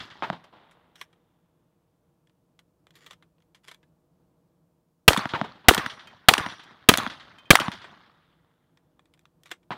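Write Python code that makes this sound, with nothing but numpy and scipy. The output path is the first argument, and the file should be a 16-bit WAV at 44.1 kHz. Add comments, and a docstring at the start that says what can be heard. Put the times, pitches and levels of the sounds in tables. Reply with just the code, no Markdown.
"""The dying echoes of a shotgun blast come first; then the gun is loaded and fired five times at steel plates.
Each near blast is a pressure pulse with filtered noise bursts, strong enough to overload the microphone.
Steel, bolt and hulls are noise bursts with decaying modes; walls, a ribbed fence and earth banks
return delayed, filtered copies of the energy. Other guns fire in a neighbouring bay,
over a faint outdoor rumble made of filtered noise."""
import sys
import numpy as np
from scipy import signal
from scipy.io import wavfile
from scipy.ndimage import uniform_filter1d

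SR = 44100
rng = np.random.default_rng(int(sys.argv[2]) if len(sys.argv) > 2 else 0)


def output_pcm(signal):
    """Save a mono or channel-first signal as 16-bit PCM at the path in sys.argv[1].

    Samples are clipped to [-1, 1] before scaling.
    """
    pcm = np.clip(np.atleast_2d(signal).T, -1, 1) * 32767
    wavfile.write(sys.argv[1], SR, np.round(pcm).astype(np.int16))


N = 430857  # length [samples]

# Levels are relative: each source adds its own gains.
# Near shots: (time [s], blast level [dB], echo level [dB], bass boost of the blast [dB])
SHOTS = [(-.208, 0, -1, -6), (5.0798, -3.5, -.5, 4), (5.6846, -3.5, -1, -0.5), (6.2857, -5.5, -1.5, -13.5),
         (6.8886, -4.5, -0.5, -3.5), (7.5053, -4, -0.5, 2.5)]
# Spectrum of the muzzle blast: (frequency [Hz], level [dB])
BLAST_SPECTRUM = [(30, -14.5), (80, 0), (300, -2.5), (600, -1.5), (1200, -1), (3300, -2), (5000, -13.5),
                  (9000, -16.5), (16000, -18)]
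# Modes of the camera body, rung by the blast: (frequency [Hz], level [dB], t60 [s])
HOUSING_MODES = [(124, -8.5, .03), (238, -9.5, 0.027), (347, -11, 0.024), (452, 3, 0.027),
                 (694, -1.5, 0.036), (1242.4, 4, 0.034), (1744, -1.5, 0.026), (2030, -3, .025),
                 (3035, -0.5, 0.023), (3330, 1, 0.023)]
# Echoes off walls and props: (delay [s], level [dB], decay [s], centre [Hz], narrowness Q [1])
ECHOES = [(.026, -18, .0015, 1050, 1.2), (0.027, -14, .002, 382.5, 1.4), (0.065, -22.5, 0.0038, 1170, 0.72),
          (0.084, -21, .0015, 1200, 2.2), (0.0961, -20.5, 0.0066, 258, 0.87),
          (0.1124, -21.5, 0.00079, 1300, 2.2), (.1765, -20.5, .0012, 1130, .8),
          (.177, -25.5, .0039, 165, 1), (.211, -30, 0.024, 2167, 0.75), (.31, -37, 0.034, 2067, 0.693)]
# Spectrum of the hiss thrown back by gravel: (frequency [Hz], level [dB])
GRAVEL_SPECTRUM = [(40, -3), (150, -5), (350, 3), (550, -7.5), (1200, -3.5), (2200, -3), (3300, 1.5),
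                   (5000, -6.5), (9000, -6), (16000, -15.5)]
# Spectrum of the roll from the earth banks: (frequency [Hz], level [dB])
BANK_SPECTRUM = [(30, -26), (100, -3), (270, -3.5), (450, -9.5), (750, -4.5), (1250, -1), (1900, -5.5),
                 (2500, -13.5), (3400, -8.5), (5000, -14), (8000, -27.5), (16000, -32)]
# Absorption by the air: (frequency [Hz], loss [dB/s])
AIR_LOSS = [(100, 2), (1000, 5.5), (3500, 4.5), (6000, 22.5), (10000, 37), (16000, 61.5)]
# Gain of sound grazing over the ground: (frequency [Hz], gain [dB])
GROUND_GAIN = [(30, -2.5), (300, 4), (440, -10.5), (650, 6), (2000, 1), (2500, -6), (3300, 3.5), (5000, -1),
               (16000, -10)]
# Pellets strike a plate, or a plate topples:
# (time [s], slap level [dB], slap decay [s], ring level [dB], ring tilt [dB/octave])
PLATE_BLOWS = [(5.1319, -17.5, .004, -60.5, 3), (5.165, -28, 0.0017, -65, 3),
               (5.737, -21.5, 0.0035, -56, -5), (5.8610, -30.5, 0.0046, -52, -16),
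               (6.3375, -8.5, 0.002, -44.5, -2), (6.4610, -36, 0.0074, -51, -20),
               (6.9387, -13, .003, -53, 13), (7.5544, -4.5, 0.0026, -40.5, 1)]
# Modes of a steel plate: (frequency [Hz], level [dB], t60 [s])
STEEL_MODES = [(5550, -16.5, 0.53), (5800, -8, 0.49), (5845, -10.5, 0.36), (9170, -5, .27), (9500, -6, .2),
               (9250, -5.5, 0.47), (13790, -16, 0.312)]
# A ping of small metal after some shots: (time [s], tick level [dB], ring level [dB])
PINGS = [(5.7472, -19.5, -48), (6.9741, -17.5, -48.5)]
# Modes of the small metal: (frequency [Hz], level [dB], t60 [s])
PING_MODES = [(5046, -5, .28), (6226, -1, .3), (9636, -8.5, .33), (10550, -14, 0.32), (11130, -6.5, .4),
              (13700, -2, 0.25)]
# Clacks of the action and of shells against it: (time [s], level [dB], decay [s], tilt [dB/octave])
CLACKS = [(.711, -54.5, .014, 4), (2.591, -51.5, .0053, 3), (2.869, -52.5, 0.0013, 1.5),
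          (2.907, -57.5, .0022, 4.5), (2.954, -50.5, .018, 7), (3.131, -47.5, .006, 3.5),
          (3.547, -50.5, 0.014, 3.5), (3.745, -49, .003, 3.5), (7.7175, -41.5, 0.0024, 4),
          (7.843, -36.5, 0.013, -5.5), (8.773, -58, .003, 2.5), (8.9938, -55, .002, -1),
          (9.056, -62, .003, 2), (9.138, -58, .0029, 6), (9.193, -60, .001, 7.5), (9.2545, -55, .0019, 2),
          (9.4346, -54, .002, 9)]
# Colour of the gun's receiver: (frequency [Hz], level [dB])
RECEIVER_SPECTRUM = [(100, -53), (380, 0), (600, -5.5), (1000, -0.5), (1400, 0), (2050, 0.5), (2600, -5.5),
                     (3300, -2), (4600, -13.5), (7500, -20.5), (12000, -29.5), (16000, -39)]
# Modes of the receiver: (frequency [Hz], level [dB], t60 [s])
RECEIVER_MODES = [(1140, -0.5, 0.032), (1836, -1, 0.063), (2170, -12, 0.057), (2380, 1, 0.053),
                  (2980, -16.5, 0.049), (3420, 4, 0.039), (3910, -15, .1), (7460, -15, .09),
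                  (8600, -15, 0.1)]
# Fingers fumble at the loading port: (start [s], end [s], rate [ticks/s])
FUMBLES = [(2.242, 2.316, 25), (3.361, 3.434, 40), (9.13, 9.24, 28)]
# A shell or the bolt is pushed home: (snap time [s], snap level [dB], catch lead [s], catch level [dB],
# scrape lead [s], scrape level [dB], release level [dB])
STROKES = [(1.0131, -32.5, 0.057, -50, .065, -62, -57.5), (3.109, -40, .046, -42, 0.18, -61.5, -54),
           (3.714, -40.5, .032, -39, .085, -62.5, -58), (9.514, -27.5, 0.056, -47, 0.066, -61, -65)]
# Spent hulls bounce on the ground: (time [s], scuff level [dB], ring level [dB])
HULL_BOUNCES = [(0.441, -51.5, -68), (6.073, -45, -50), (6.636, -49, -58), (7.385, -49.5, -50),
                (7.456, -62, -53)]
# Modes of a hull's metal head: (frequency [Hz], level [dB], t60 [s])
HULL_MODES = [(2510, -2, .14), (3130, 0, .17)]
# Guns in the next bay: (time [s], level [dB], side-wall echo level [dB], low thud gain over the level [dB])
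NEIGHBOURS = [(.2235, -23, -20, -14), (5.3365, -20, -18, -9), (9.706, -27, -22, -4)]
# Spectrum of a shot from the next bay: (frequency [Hz], level [dB])
FAR_SPECTRUM = [(40, -26), (110, -3.5), (230, -1.5), (450, -2), (950, 4.5), (1600, -4.5), (2500, -10.5),
                (3600, -8), (6000, -28.5), (10000, -37.5), (16000, -40)]
# Earth banks that scatter a near shot back: (delay [s], level [dB], t60 [s])
NEAR_BANKS = [(.022, -30, .33), (.092, -35, 0.61), (.222, -44.5, .35)]
# Earth banks that scatter a shot from the next bay: (delay [s], level [dB], t60 [s])
FAR_BANKS = [(0, -12, 0.44), (.098, -12.5, 0.15), (.21, -30.5, .25), (.3, -28, 1.3)]
# Spectrum of the distant rumble: (frequency [Hz], level [dB])
RUMBLE_SPECTRUM = [(15, -38), (25, -15), (125, -9), (167, 0.5), (202, -13), (354, -10), (394, -22.5),
                   (475, -10.5), (543, -21.5), (621, -14), (691, -22), (952, -22.5), (1060, -24.5),
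                   (1960, -39.5), (15000, -47)]
# Course of the distant rumble before trim and waver: (time [s], level [dB])
RUMBLE_LEVEL = [(0, -66), (2.4, -68), (3.1, -65.5), (4.4, -65.5), (5, -69), (9.77, -65.5)]

# Late answer of the woods beyond: (arrival [s], level [dB], loss per doubling of the delay [dB])
NEAR_WOODS, FAR_WOODS = (.42, -51, 15), (0.64, -43, 7.7)
BASS_HZ = 151  # the bass boost fades above this
# The bolt slams shut this long after every near shot; tilts are in dB per octave
BOLT_S, BOLT_DB, BOLT_DECAY_S, BOLT_TILT_DB = .094, -19.5, 0.0048, 3
CATCH_DECAY_S, CATCH_TILT_DB = 0.0096, 3.5
SNAP_DECAY_S, SNAP_TILT_DB = 0.0055, 2
SLIP_S, SLIP_DB = .007, -21  # the latch slips just before it snaps; dB against the snap
SCRAPE_ON_S = 0.042  # the scrape outlasts the snap
RELEASE_S, RELEASE_DECAY_S = .116, 0.0061  # a light tap as the hand lets go
FUMBLE_DB, FUMBLE_SPREAD_DB = -67, 3
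SOUND_SPEED = 343  # m/s
EDGE_HZ = 15850  # upper band limit

HZ = np.fft.rfftfreq(4096, 1 / SR)  # frequency grid of all filters
T = np.arange(int(2.4 * SR)) / SR
SHORT = T[:SR // 5]
BURST_GAIN = np.sqrt(.003 * SR)  # a burst's dB is its energy spread over 3 ms


def shotgun(wander_s=0.00056):
    """Superposition: direct blast, discrete echoes, fence whistle and diffuse roll from the banks."""
    out = np.zeros(N)
    envelope = scatter(NEAR_BANKS, NEAR_WOODS, rise_s=0.01)
    for s, blast_db, echo_db, bass_db in SHOTS:
        add(out, s, amp(blast_db) * muzzle_blast(bass_db))
        add(out, s, amp(echo_db) * roll(BANK_SPECTRUM, envelope, patchy_db=5.5))
        fence = ribbed_fence(distance_m=15, rib_m=.2, fence_db=-35.5, count=165)
        add(out, s, amp(echo_db) * fence)
        for delay, db, decay, hz, q in ECHOES:
            air_db = -delay * read(AIR_LOSS, HZ)
            ground_db = min(delay / 0.25, 1) * read(GROUND_GAIN, HZ)
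            front = 0.00099 / decay  # flat walls keep the sharp front, rough banks smear it
            arrival = s + delay + wander_s * rng.standard_normal()
            echo = colour(burst(decay, front), resonance(hz, q) + air_db + ground_db)
            add(out, arrival, amp(db + echo_db) * echo)
    return out


def muzzle_blast(bass_db, blast_db=11, push_db=3.0, push_s=0.0016, ground_db=2, ground_delay=.0048,
                 housing_db=0, gravel_db=-17, gravel_t60=0.19):
    """Blast wave: pressure pulse and crack, ground reflection, forced ringing of the camera, gravel hiss."""
    out = amp(housing_db) * ring(HOUSING_MODES, detune=0.0051, uneven_db=-2.0)
    spectrum = read(BLAST_SPECTRUM, HZ) + bass_db / (1 + (HZ / BASS_HZ) ** 2)
    push = (1 - SHORT / push_s) * np.exp(-SHORT / push_s)  # overpressure, then suction
    add(out, 0, amp(push_db + bass_db) * push)
    add(out, 0, amp(blast_db) * colour(burst(decay=0.0042, front=0.46), spectrum))
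    bounce = colour(burst(decay=0.0035, front=0.78), spectrum + band(low_hz=25, high_hz=3280))
    add(out, ground_delay, amp(ground_db) * bounce)
    hiss = rng.standard_normal(len(SHORT)) * np.exp(-np.log(1000) * SHORT / gravel_t60)
    add(out, 0, amp(gravel_db) * colour(hiss, read(GRAVEL_SPECTRUM, HZ)))
    return out


def ribbed_fence(distance_m, rib_m, fence_db, count, uneven_db=-1.0):
    """Periodic reflection: each rib returns a click, and widening gaps make a rough falling whistle."""
    crooked_m = .02 * rng.standard_normal(count)  # ribs out of line blur the overtones
    path_m = np.hypot(distance_m, rib_m * np.arange(count)) + crooked_m
    at = np.minimum(np.round(2 * path_m / SOUND_SPEED * SR).astype(int), SR - 1)
    strength = np.sin(np.linspace(0, np.pi, count)) * amp(uneven_db * rng.standard_normal(count))
    clicks = np.zeros(SR)
    np.add.at(clicks, at, strength)
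    gain = amp(fence_db) * np.sqrt(2 * rib_m / SOUND_SPEED * SR)
    return gain * colour(clicks, band(low_hz=700, high_hz=1500) + band(low_hz=300, high_hz=3200))


def roll(spectrum, envelope, patchy_db):
    """Diffuse scattering: crackling noise arrives in coloured clumps, and air absorption takes its treble."""
    x = colour(grains(len(T), grain_db=3.5), read(spectrum, HZ)) * envelope
    hz, t, z = signal.stft(x, SR, nperseg=256)
    patches = uniform_filter1d(rng.standard_normal(z.shape), size=5, axis=0)
    patches = uniform_filter1d(patches, size=5, axis=1)
    depth_db = patchy_db / (1 + 2 * t)  # late arrivals are many and even out
    air_db = -t * read(AIR_LOSS, hz)[:, None]
    z = z * amp(depth_db * patches / patches.std() + air_db)
    return signal.istft(z, SR, nperseg=256)[1][:len(T)]


def scatter(banks, woods, rise_s):
    """Energy addition: the powers of swelling, dying banks and of slowly fading woods give one envelope."""
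    power = 0
    for delay, db, t60 in banks:
        rise = np.clip((T - delay) / rise_s, 0, 1)
        decay_db = -60 * np.maximum(T - delay - rise_s, 0) / t60
        power = power + (rise * amp(db + decay_db)) ** 2
    arrival, db, loss_db = woods
    doublings = np.log2(np.maximum(T / arrival, 1))
    late = np.minimum(T / arrival, 1) ** 2 * amp(db - loss_db * doublings)
    return np.sqrt(power + late ** 2)


def plates():
    """Impact excitation: a cloud of pellets slaps the steel, whose modes ring on thinly."""
    out = np.zeros(N)
    for s, db, decay, ring_db, tilt in PLATE_BLOWS:
        add(out, s, amp(db) * colour(burst(decay, front=0.2), band(low_hz=788, high_hz=2670)))
        modes = [(hz, mode_db + tilt * np.log2(hz / 7500), t60) for hz, mode_db, t60 in STEEL_MODES]
        add(out, s, amp(ring_db) * ring(modes, detune=0.0046, uneven_db=1.5))
    return out


def pings():
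    """Modal decay of small metal: a hard, bright tick and a thin ring."""
    out = np.zeros(N)
    for s, db, ring_db in PINGS:
        add(out, s, amp(db) * colour(burst(decay=0.0015, front=.09), receiver(tilt_db=9.0)))
        add(out, s, amp(ring_db) * ring(PING_MODES, detune=.002, uneven_db=2.5))
    return out


def action():
    """Metal impacts: the bolt shuts after each shot; clacks and random fumbling ticks come between."""
    out = np.zeros(N)
    for s, *_ in SHOTS:
        add(out, s + BOLT_S, clack(BOLT_DB, BOLT_DECAY_S, BOLT_TILT_DB))
    for s, db, decay, tilt in CLACKS:
        add(out, s, clack(db, decay, tilt))
    for start, end, rate in FUMBLES:
        for s in rng.uniform(start, end, round((end - start) * rate)):
            tick_db = FUMBLE_DB + FUMBLE_SPREAD_DB * rng.standard_normal()
            add(out, s, clack(tick_db, decay=.003, tilt_db=1.5))
    return out


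def loading(slide_grain_db=5.5, stick_db=3, slips_per_s=150):
    """Uneven friction, then impact: each stroke scrapes, meets the catch, snaps home and is let go."""
    out = np.zeros(N)
    for s, snap_db, catch_s, catch_db, scrape_s, scrape_db, release_db in STROKES:
        size = int((scrape_s + SCRAPE_ON_S) * SR)
        grip_db = stick_db * np.interp(T[:size] * slips_per_s, np.arange(100), rng.standard_normal(100))
        scrape = grains(size, slide_grain_db) * amp(grip_db) * signal.windows.tukey(size, .25)
        scrape = colour(scrape, receiver(tilt_db=3) + place_colour(depth_db=4.0))
        add(out, s - scrape_s, amp(scrape_db) * scrape)
        add(out, s - catch_s, clack(catch_db, CATCH_DECAY_S, CATCH_TILT_DB))
        add(out, s - SLIP_S, clack(snap_db + SLIP_DB, SNAP_DECAY_S, SNAP_TILT_DB))
        add(out, s, clack(snap_db, SNAP_DECAY_S, SNAP_TILT_DB))
        add(out, s + RELEASE_S, clack(release_db, RELEASE_DECAY_S, tilt_db=-.5))
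    return out


def clack(db, decay, tilt_db, after_db=-12, ring_db=-14):
    """Impact on a resonant body: a sharp burst, a brief rattle and the ringing receiver."""
    out = amp(ring_db) * ring(RECEIVER_MODES, detune=0.022, uneven_db=1.0)
    blow = burst(decay, front=0.033) + amp(after_db) * burst(decay=0.015, front=0)
    add(out, 0, colour(blow, receiver(tilt_db) + place_colour(depth_db=3)))
    return amp(db) * out


def receiver(tilt_db):
    """Body resonance: the colour of the gun's receiver in dB, tilted per octave."""
    return read(RECEIVER_SPECTRUM, HZ) + tilt_db * np.log2((HZ + 100) / 2000)


def place_colour(depth_db, count=36):
    """Position-dependent coupling: each place on the gun favours other resonances, a random ripple in dB."""
    ripple_db = depth_db * rng.standard_normal(count)
    return read(np.column_stack([np.geomspace(500, 14000, count), ripple_db]), HZ)


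def hulls():
    """Impact and modal decay: empty hulls scuff the gravel and their metal heads tinkle."""
    out = np.zeros(N)
    for s, db, ring_db in HULL_BOUNCES:
        add(out, s, amp(db) * colour(burst(decay=.009, front=.2), band(low_hz=654, high_hz=3000)))
        add(out, s, amp(ring_db) * ring(HULL_MODES, detune=0.0036, uneven_db=-0.5))
    return out


def neighbours(report_db=2, wall_delay=.0776, boom_db=-5, roll_db=-1, rumble_db=-11, fence_lead_s=.019):
    """Screening and reflection: a dull report from behind a bank, fence chirp, wall echo with boom, roll."""
    out = np.zeros(N)
    ground = read(GROUND_GAIN, HZ)
    envelope = scatter(FAR_BANKS, FAR_WOODS, rise_s=0.01)
    report_colour = read(FAR_SPECTRUM, HZ) + band(low_hz=200, high_hz=3000)
    wall_colour = band(low_hz=556, high_hz=1164) + band(low_hz=60, high_hz=6000) + ground
    slap = burst(decay=.002, front=4)  # a flat wall keeps the front dominant
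    for s, db, wall_db, thud_db in NEIGHBOURS:
        add(out, s, amp(db + report_db) * colour(burst(decay=0.0064, front=0.47), report_colour))
        thud = colour(burst(decay=.02, front=0.26), resonance(hz=171, q=0.95))
        add(out, s, amp(db + thud_db) * thud)
        add(out, s, amp(db + roll_db) * roll(FAR_SPECTRUM, envelope, patchy_db=-0.5))
        chirp = ribbed_fence(distance_m=4.5, rib_m=.235, fence_db=-8.5, count=38)
        add(out, s - fence_lead_s, amp(db) * chirp)
        add(out, s + wall_delay, amp(wall_db) * colour(slap, wall_colour))
        boom = amp(boom_db) * slap + amp(rumble_db) * burst(decay=0.032, front=0)
        add(out, s + wall_delay, amp(wall_db) * colour(boom, resonance(hz=178.7, q=1.3) + ground))
    return out


def haze(trim_db=-2.0, waver_db=-1.27, hiss_db=-85):
    """Stationary noise: a distant outdoor rumble wavers a little over steady microphone hiss."""
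    t = np.arange(N) / SR
    knots = np.linspace(0, t[-1], 80)
    waver = waver_db * np.interp(t, knots, rng.standard_normal(len(knots)))
    level_db = np.interp(t, *np.transpose(RUMBLE_LEVEL)) + waver + trim_db
    rumble = colour(rng.standard_normal(N), read(RUMBLE_SPECTRUM, HZ) + band(low_hz=40, high_hz=4500))
    return amp(level_db) * rumble + amp(hiss_db) * rng.standard_normal(N)


def burst(decay, front):
    """Transient excitation: a sharp front, weighed by front, and an exponentially dying scatter."""
    x = rng.standard_normal(len(SHORT)) * np.exp(-SHORT / max(abs(decay), 1e-4))
    x /= np.linalg.norm(x)
    x[0] += front
    return BURST_GAIN * x / np.linalg.norm(x)


def ring(modes, detune, uneven_db):
    """Modal superposition: dying sines whose pitch and strength differ a little from blow to blow."""
    t = T[:SR]
    chance = rng.standard_normal((len(modes), 2))
    out = np.zeros(len(t))
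    for (hz, db, t60), (strength, pitch) in zip(modes, chance):
        level = amp(db + uneven_db * strength - 60 * t / t60)
        out += level * np.sin(2 * np.pi * hz * (1 + detune * pitch) * t)
    return out


def grains(size, grain_db):
    """Impulsive noise: a dense train of clicks of very uneven strength, rms 1."""
    x = rng.standard_normal(size) * amp(grain_db * np.minimum(rng.exponential(1, size), 7))
    return x / x.std()


def colour(x, db):
    """Minimum-phase filtering: a causal filter of unit energy shaped by the gain db on the grid HZ."""
    log_gain = np.log(amp(np.maximum(db - db.max(), -100)))
    circle = np.concatenate([log_gain, log_gain[-2:0:-1]])
    # the Hilbert transform of the log gain gives the phase
    taps = np.fft.ifft(np.exp(np.conj(signal.hilbert(circle)))).real[:len(HZ)]
    return signal.oaconvolve(x, taps / np.linalg.norm(taps))[:len(x)]


def band(low_hz, high_hz):
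    """Band-pass response: gain in dB with second-order edges."""
    return -10 * np.log10((1 + (low_hz / (HZ + 1)) ** 4) * (1 + (HZ / high_hz) ** 4))


def resonance(hz, q):
    """Resonant response: gain in dB of a band round hz that narrows with q."""
    ratio = (HZ + 1) / hz
    return -10 * np.log10(1 + (q * (ratio - 1 / ratio)) ** 4)


def amp(db):
    """Logarithmic level: decibels to gain."""
    return 10 ** (np.asarray(db) / 20)


def read(points, hz):
    """Interpolation of a spectrum table on a log-frequency axis."""
    f, value = np.transpose(points)
    return np.interp(np.log(hz + 1), np.log(f + 1), value)


def add(mix, s, sound):
    """Linear superposition: mixes a sound in at time s; what falls outside the mix is cut."""
    start = round(s * SR)
    sound = sound[max(-start, 0):]
    part = mix[max(start, 0):][:len(sound)]
    part += sound[:len(part)]


def scene():
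    """Linear superposition of all sources at one microphone."""
    near = shotgun() + plates() + pings() + hulls() + action() + loading()
    return (near + neighbours() + haze())[None]


def record(dry):
    """Overload and band limitation: the input clips hard, then a low-pass removes the top."""
    clipped = np.clip(dry, -.97, .97)
    low_pass = signal.firwin(255, EDGE_HZ, window=("kaiser", 8), fs=SR)
    return signal.oaconvolve(clipped, low_pass[None], "same")


dry = scene()
out = record(dry)
output_pcm(out)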